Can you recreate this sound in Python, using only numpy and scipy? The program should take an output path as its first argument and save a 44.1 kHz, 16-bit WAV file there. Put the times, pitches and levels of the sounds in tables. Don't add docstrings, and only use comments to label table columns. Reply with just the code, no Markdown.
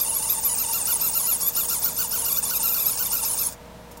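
import sys
import numpy as np
from scipy import signal
from scipy.fft import rfft, irfft, next_fast_len
from scipy.io import wavfile
from scipy.ndimage import uniform_filter1d, map_coordinates

SR = 44100
rng = np.random.default_rng(int(sys.argv[2]) if len(sys.argv) > 2 else 0)


def bounce(signal):
    frames = np.transpose(np.atleast_2d(signal))
    limited = np.clip(frames, -1, 1)
    pcm = np.round(limited * 32767).astype(np.int16)
    wavfile.write(sys.argv[1], SR, pcm)


N = 176400
TIME = np.arange(N) / SR


def amp(db):
    return 10 ** (np.asarray(db) / 20)


def unit(x):
    return x / np.sqrt(np.mean(x ** 2) + 1e-20)


def along(points, hz):
    freqs, values = np.transpose(points)
    return np.interp(np.log(hz + 1), np.log(freqs + 1), values)


def wobble(rate):
    return map_coordinates(rng.standard_normal(N // 8), [TIME * rate], mode="wrap")


def filtered(x, response):
    size = next_fast_len(N + SR // 2)
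    return irfft(rfft(x, size) * response(np.fft.rfftfreq(size, 1 / SR)), size)[..., :N]


def noise(spectrum):
    return unit(filtered(rng.standard_normal(N), lambda hz: amp(along(spectrum, hz))))


# time in seconds, mesh rate in Hz, squeal fader in dB,
# fader in dB for the rest of the motor.
STROKES = [(0.0, 1174, -39, -25), (0.015, 1258, -23.5, -31), (0.068, 890, -31.5, -32.5),
           (0.097, 1031.0, -19.5, -32), (0.119, 914, -27, -34), (0.166, 1154.0, -23, -29.5),
           (0.211, 875, -30.5, -32.5), (0.244, 1021, -21, -30.0), (0.264, 895, -28.5, -34),
           (0.314, 1296, -21, -26.5), (0.366, 877.0, -33, -33.5), (0.385, 941, -26.5, -31.5),
           (0.415, 742, -31, -36), (0.461, 1210, -20, -28.5), (0.506, 971.0, -27, -31.5),
           (0.522, 1003.0, -24, -30.5), (0.563, 776, -27.5, -33.5), (0.606, 1368, -24, -30),
           (0.662, 865, -30, -32.5), (0.699, 970.0, -29, -29.5), (0.71, 906.0, -26, -32.5),
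           (0.752, 1410, -26, -28.5), (0.815, 904, -26.5, -31.5), (0.843, 786, -20.5, -35),
           (0.895, 1506, -26, -27.5), (0.944, 1056, -19.5, -29), (0.983, 723.5, -28, -36),
           (1.029, 1337.0, -21, -28), (1.052, 1362.0, -25.5, -28.0), (1.121, 762.0, -23, -34.5),
           (1.163, 1415, -25.5, -30), (1.214, 1095, -25.5, -28.5), (1.25, 972, -24, -30),
           (1.29, 1424, -25, -31), (1.339, 1093, -20.5, -29.5), (1.388, 666.6, -29, -38),
           (1.43, 1126, -24.5, -27), (1.455, 1144, -24.5, -31.5), (1.485, 1220, -16, -29),
           (1.514, 871, -55, -37), (1.53, 630.3, -27, -40), (1.584, 1456, -21, -26.5),
           (1.626, 1147.0, -29, -31.5), (1.641, 1096, -31, -28), (1.67, 749, -23.5, -37),
           (1.719, 1444.0, -27, -26.5), (1.764, 1033, -26.5, -29), (1.809, 702, -29.5, -36.5),
           (1.851, 1378, -21, -29), (1.866, 1506, -22, -30.5), (1.916, 950, -40.0, -31.5),
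           (1.941, 559.4, -27, -40.5), (2.005, 1549, -25, -29), (2.047, 967, -30, -28),
           (2.066, 880, -41, -34), (2.092, 572.0, -25, -40.5), (2.142, 1555.0, -25, -29),
           (2.186, 1032.0, -30, -31), (2.2, 1083.0, -26, -29), (2.236, 937, -25.5, -33),
           (2.273, 1474, -26.0, -29.5), (2.313, 1111.0, -26, -30), (2.331, 1244, -21, -30),
           (2.355, 1147, -34, -30), (2.389, 1570, -18, -31), (2.414, 1152.0, -65, -38),
           (2.43, 853, -21, -31.5), (2.46, 1184, -29.5, -29.5), (2.49, 1002, -22.5, -29.5),
           (2.52, 1539.0, -29, -30.5), (2.557, 1224, -26, -28), (2.573, 1324, -19, -27.5),
           (2.589, 1006, -47, -36), (2.598, 908, -26, -31.5), (2.613, 848.0, -27, -30.5),
           (2.645, 1410, -24, -30.5), (2.682, 1250.0, -23.5, -27.5), (2.699, 1420, -26, -31.5),
           (2.735, 1200, -24, -31.5), (2.755, 1497, -28.0, -30), (2.794, 1161, -23, -28.5),
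           (2.811, 1310, -23, -29.5), (2.852, 1121, -29, -30.5), (2.869, 1285, -16.5, -31),
           (2.891, 1335, -28, -25), (2.921, 1035, -24.5, -35), (2.936, 1159, -39, -29.5),
           (2.966, 782, -29, -34.5), (3.011, 1557, -24, -29), (3.049, 1066, -29, -31.5),
           (3.066, 1217, -25, -29.5), (3.087, 940.5, -49, -33), (3.101, 835, -24.5, -35.5),
           (3.142, 1483, -24, -28), (3.174, 1233, -24, -30.5), (3.194, 1380, -37, -30),
           (3.213, 1057.0, -26, -34), (3.233, 889.4, -28, -29.5), (3.263, 1322, -26, -29),
           (3.304, 1005.0, -26, -30.5), (3.323, 1077, -23.5, -28.5), (3.363, 747.0, -25.5, -34),
           (3.405, 1346, -23.5, -28), (3.45, 1050.0, -27.5, -30.5), (3.467, 1097, -22, -28.5),
           (3.5, 790, -39, -36.5), (3.539, 714, -32, -40), (3.558, 496, -39, -72)]


def strokes(ease=0.8):
    times, hz, squeal_db, body_db = np.transpose(STROKES)
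    rows = np.arange(len(times))
    position = np.interp(TIME, times, rows)
    eased = position - ease * np.sin(2 * np.pi * position) / (2 * np.pi)
    turning = TIME < times[-1]
    squeal_gain = turning * amp(np.interp(position, rows, squeal_db))
    body_gain = turning * amp(np.interp(position, rows, body_db))
    return np.interp(eased, rows, hz), squeal_gain, body_gain


def partial(order, hz, phase, swell_db=0, flutter_db=3):
    tone = np.sin(order * phase + rng.uniform(0, 2 * np.pi))
    level_db = flutter_db * wobble(rate=350) + swell_db * wobble(rate=40)
    return unit(tone * amp(level_db)) * (order * hz < SR / 2)


# multiple of the mesh rate, relative level in dB.
BUZZ_BALANCE = [(2, 1.5), (3, 3), (5, 0), (9, 4), (12, 1.5), (15, -6)]
# frequency in Hz, gain in dB.
HOUSING_EQ = [(1800, -7.5), (2300, -7.5), (2800, -6), (3250, -7), (4100, -1.5), (4700, -6.5), (5700, -1.5),
              (6900, 2), (7600, -1)]
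SQUEAL_ORDER = 10


def tooth_buzz(hz, phase, usual_hz=1170):
    buzz = np.zeros(N)
    for order in range(2, 16):
        if order != SQUEAL_ORDER:
            effort = (hz / usual_hz) ** 1.24 if order < SQUEAL_ORDER else 1
            colour = amp(along(BUZZ_BALANCE, order) + along(HOUSING_EQ, order * hz))
            buzz += effort * colour * partial(order, hz, phase, swell_db=1.7)
    return buzz


# frequency in Hz, relative noise density in dB.
SLIDING_COLOUR = [(500, -12.5), (950, 0), (1900, -14), (3200, -12), (5500, -2), (6900, -2), (7700, -2.5),
                  (15500, -2)]


def friction(hz, phase, buzz, sizzle_width_hz=2500, hard_push_hz_per_s=34700):
    grit = amp(3 * wobble(rate=800))
    teeth = (1 + 0.64 * np.cos(phase)) * grit
    rasp = unit(noise(SLIDING_COLOUR) * teeth)
    spread = filtered(rng.standard_normal(N), lambda f: 1 / (1 + (f / sizzle_width_hz) ** 2))
    sizzle = unit(spread * teeth * np.sin(SQUEAL_ORDER * phase))
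    acceleration = uniform_filter1d(np.gradient(hz) * SR, size=300)
    push = np.clip(acceleration / hard_push_hz_per_s, 0, 1)
    presence = filtered(unit(buzz) + rasp, lambda f: np.exp(-((f - 5310) / 1170) ** 2))
    bite = push * unit(presence)
    return amp(-3) * rasp + amp(-7.5) * sizzle + amp(-3.5) * bite


# frequency in Hz, gain in dB.
SQUEAL_EQ = [(6500, -33), (7600, -26), (8600, -1.5)]


def squeal(hz, phase):
    return amp(along(SQUEAL_EQ, SQUEAL_ORDER * hz)) * partial(SQUEAL_ORDER, hz, phase)


# frequency in Hz, peak gain in dB.
HOUSING_MODES = [(915, -5.5), (1110, -15.5), (1355, -9.5), (1460, -11)]


def housing_drone(shake, width_hz=57.6):
    def response(f):
        damping = 1j * f * width_hz
        return sum(amp(db) * damping / (hz ** 2 - f ** 2 + damping) for hz, db in HOUSING_MODES)
    return filtered(shake, response)


def motor(jitter=0.00409, tones_end_s=3.505, fade_s=0.019):
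    hz, squeal_gain, body_gain = strokes()
    phase = 2 * np.pi * np.cumsum(hz * (1 + jitter * wobble(rate=900))) / SR
    buzz = tooth_buzz(hz, phase)
    rub = body_gain * friction(hz, phase, buzz)
    shrill = squeal_gain * squeal(hz, phase)
    octave = amp(3) * partial(2 * SQUEAL_ORDER, hz, phase)
    tones = shrill + body_gain * (amp(-12.5) * buzz + octave)
    singing = np.clip((tones_end_s - TIME) / fade_s, 0, 1)
    shake = singing * body_gain * partial(0.97, hz, phase)
    return singing * tones + rub, housing_drone(shake)


def room(x, t60_s=0.044):
    t = TIME[:SR // 4]
    tail = rng.standard_normal(len(t)) * amp(-60 * t / t60_s)
    return signal.fftconvolve(x, tail / np.linalg.norm(tail))[:N]


NOTCH_CENTRES = [1950, 3150]


def wandering_notches(x, typical_db=-10, width_hz=160, wander_hz=170):
    hz, t, spectrum = signal.stft(x, SR, nperseg=512)
    frames = np.minimum((t * SR).astype(int), N - 1)
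    for centre in NOTCH_CENTRES:
        away = (hz[:, None] - centre - wander_hz * wobble(rate=9)[frames]) / width_hz
        depth = np.abs(1 + wobble(rate=9)[frames])
        spectrum *= amp(typical_db * depth * np.exp(-away ** 2))
    return signal.istft(spectrum, SR, nperseg=512)[1][:N]


# frequency in Hz, level in dB.
HUM_LINES = [(59.6, -52), (179, -56.5), (234, -59), (300.5, -63.5), (479.6, -53), (630.2, -56)]
# frequency in Hz, relative noise density in dB.
AIR_COLOUR = [(25, -12.5), (150, -8), (260, -11.5), (360, -18.5), (560, -11), (800, -16.5), (925, -10),
              (1050, -17.5), (2000, -23.5), (15500, -38)]


def room_tone():
    hum = sum(amp(db) * unit(np.sin(2 * np.pi * (hz * TIME + rng.random()))) for hz, db in HUM_LINES)
    return hum + amp(-45) * noise(AIR_COLOUR)


# start in seconds, level in dB, base decay time in seconds.
NUDGES = [(3.913, -43.5, 0.13), (3.972, -39.5, 0.056)]


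def handling_ticks(ring_hz=935):
    def envelope(stretch):
        return sum((TIME > start) * amp(db - 60 * np.abs(TIME - start) / (decay * stretch))
                   for start, db, decay in NUDGES)
    scrape = noise(SLIDING_COLOUR) * envelope(stretch=0.83)
    ring = unit(np.sin(2 * np.pi * ring_hz * TIME)) * envelope(stretch=2.9)
    return scrape + amp(-7) * ring


def scene():
    whirr, drone = motor()
    near = whirr + handling_ticks()
    in_room = near + amp(-4.5) * room(near)
    return (wandering_notches(in_room) + drone + room_tone())[None]


def record(dry, top_hz=15850):
    return filtered(dry, lambda hz: hz < top_hz)


dry = scene()
out = record(dry)
bounce(out)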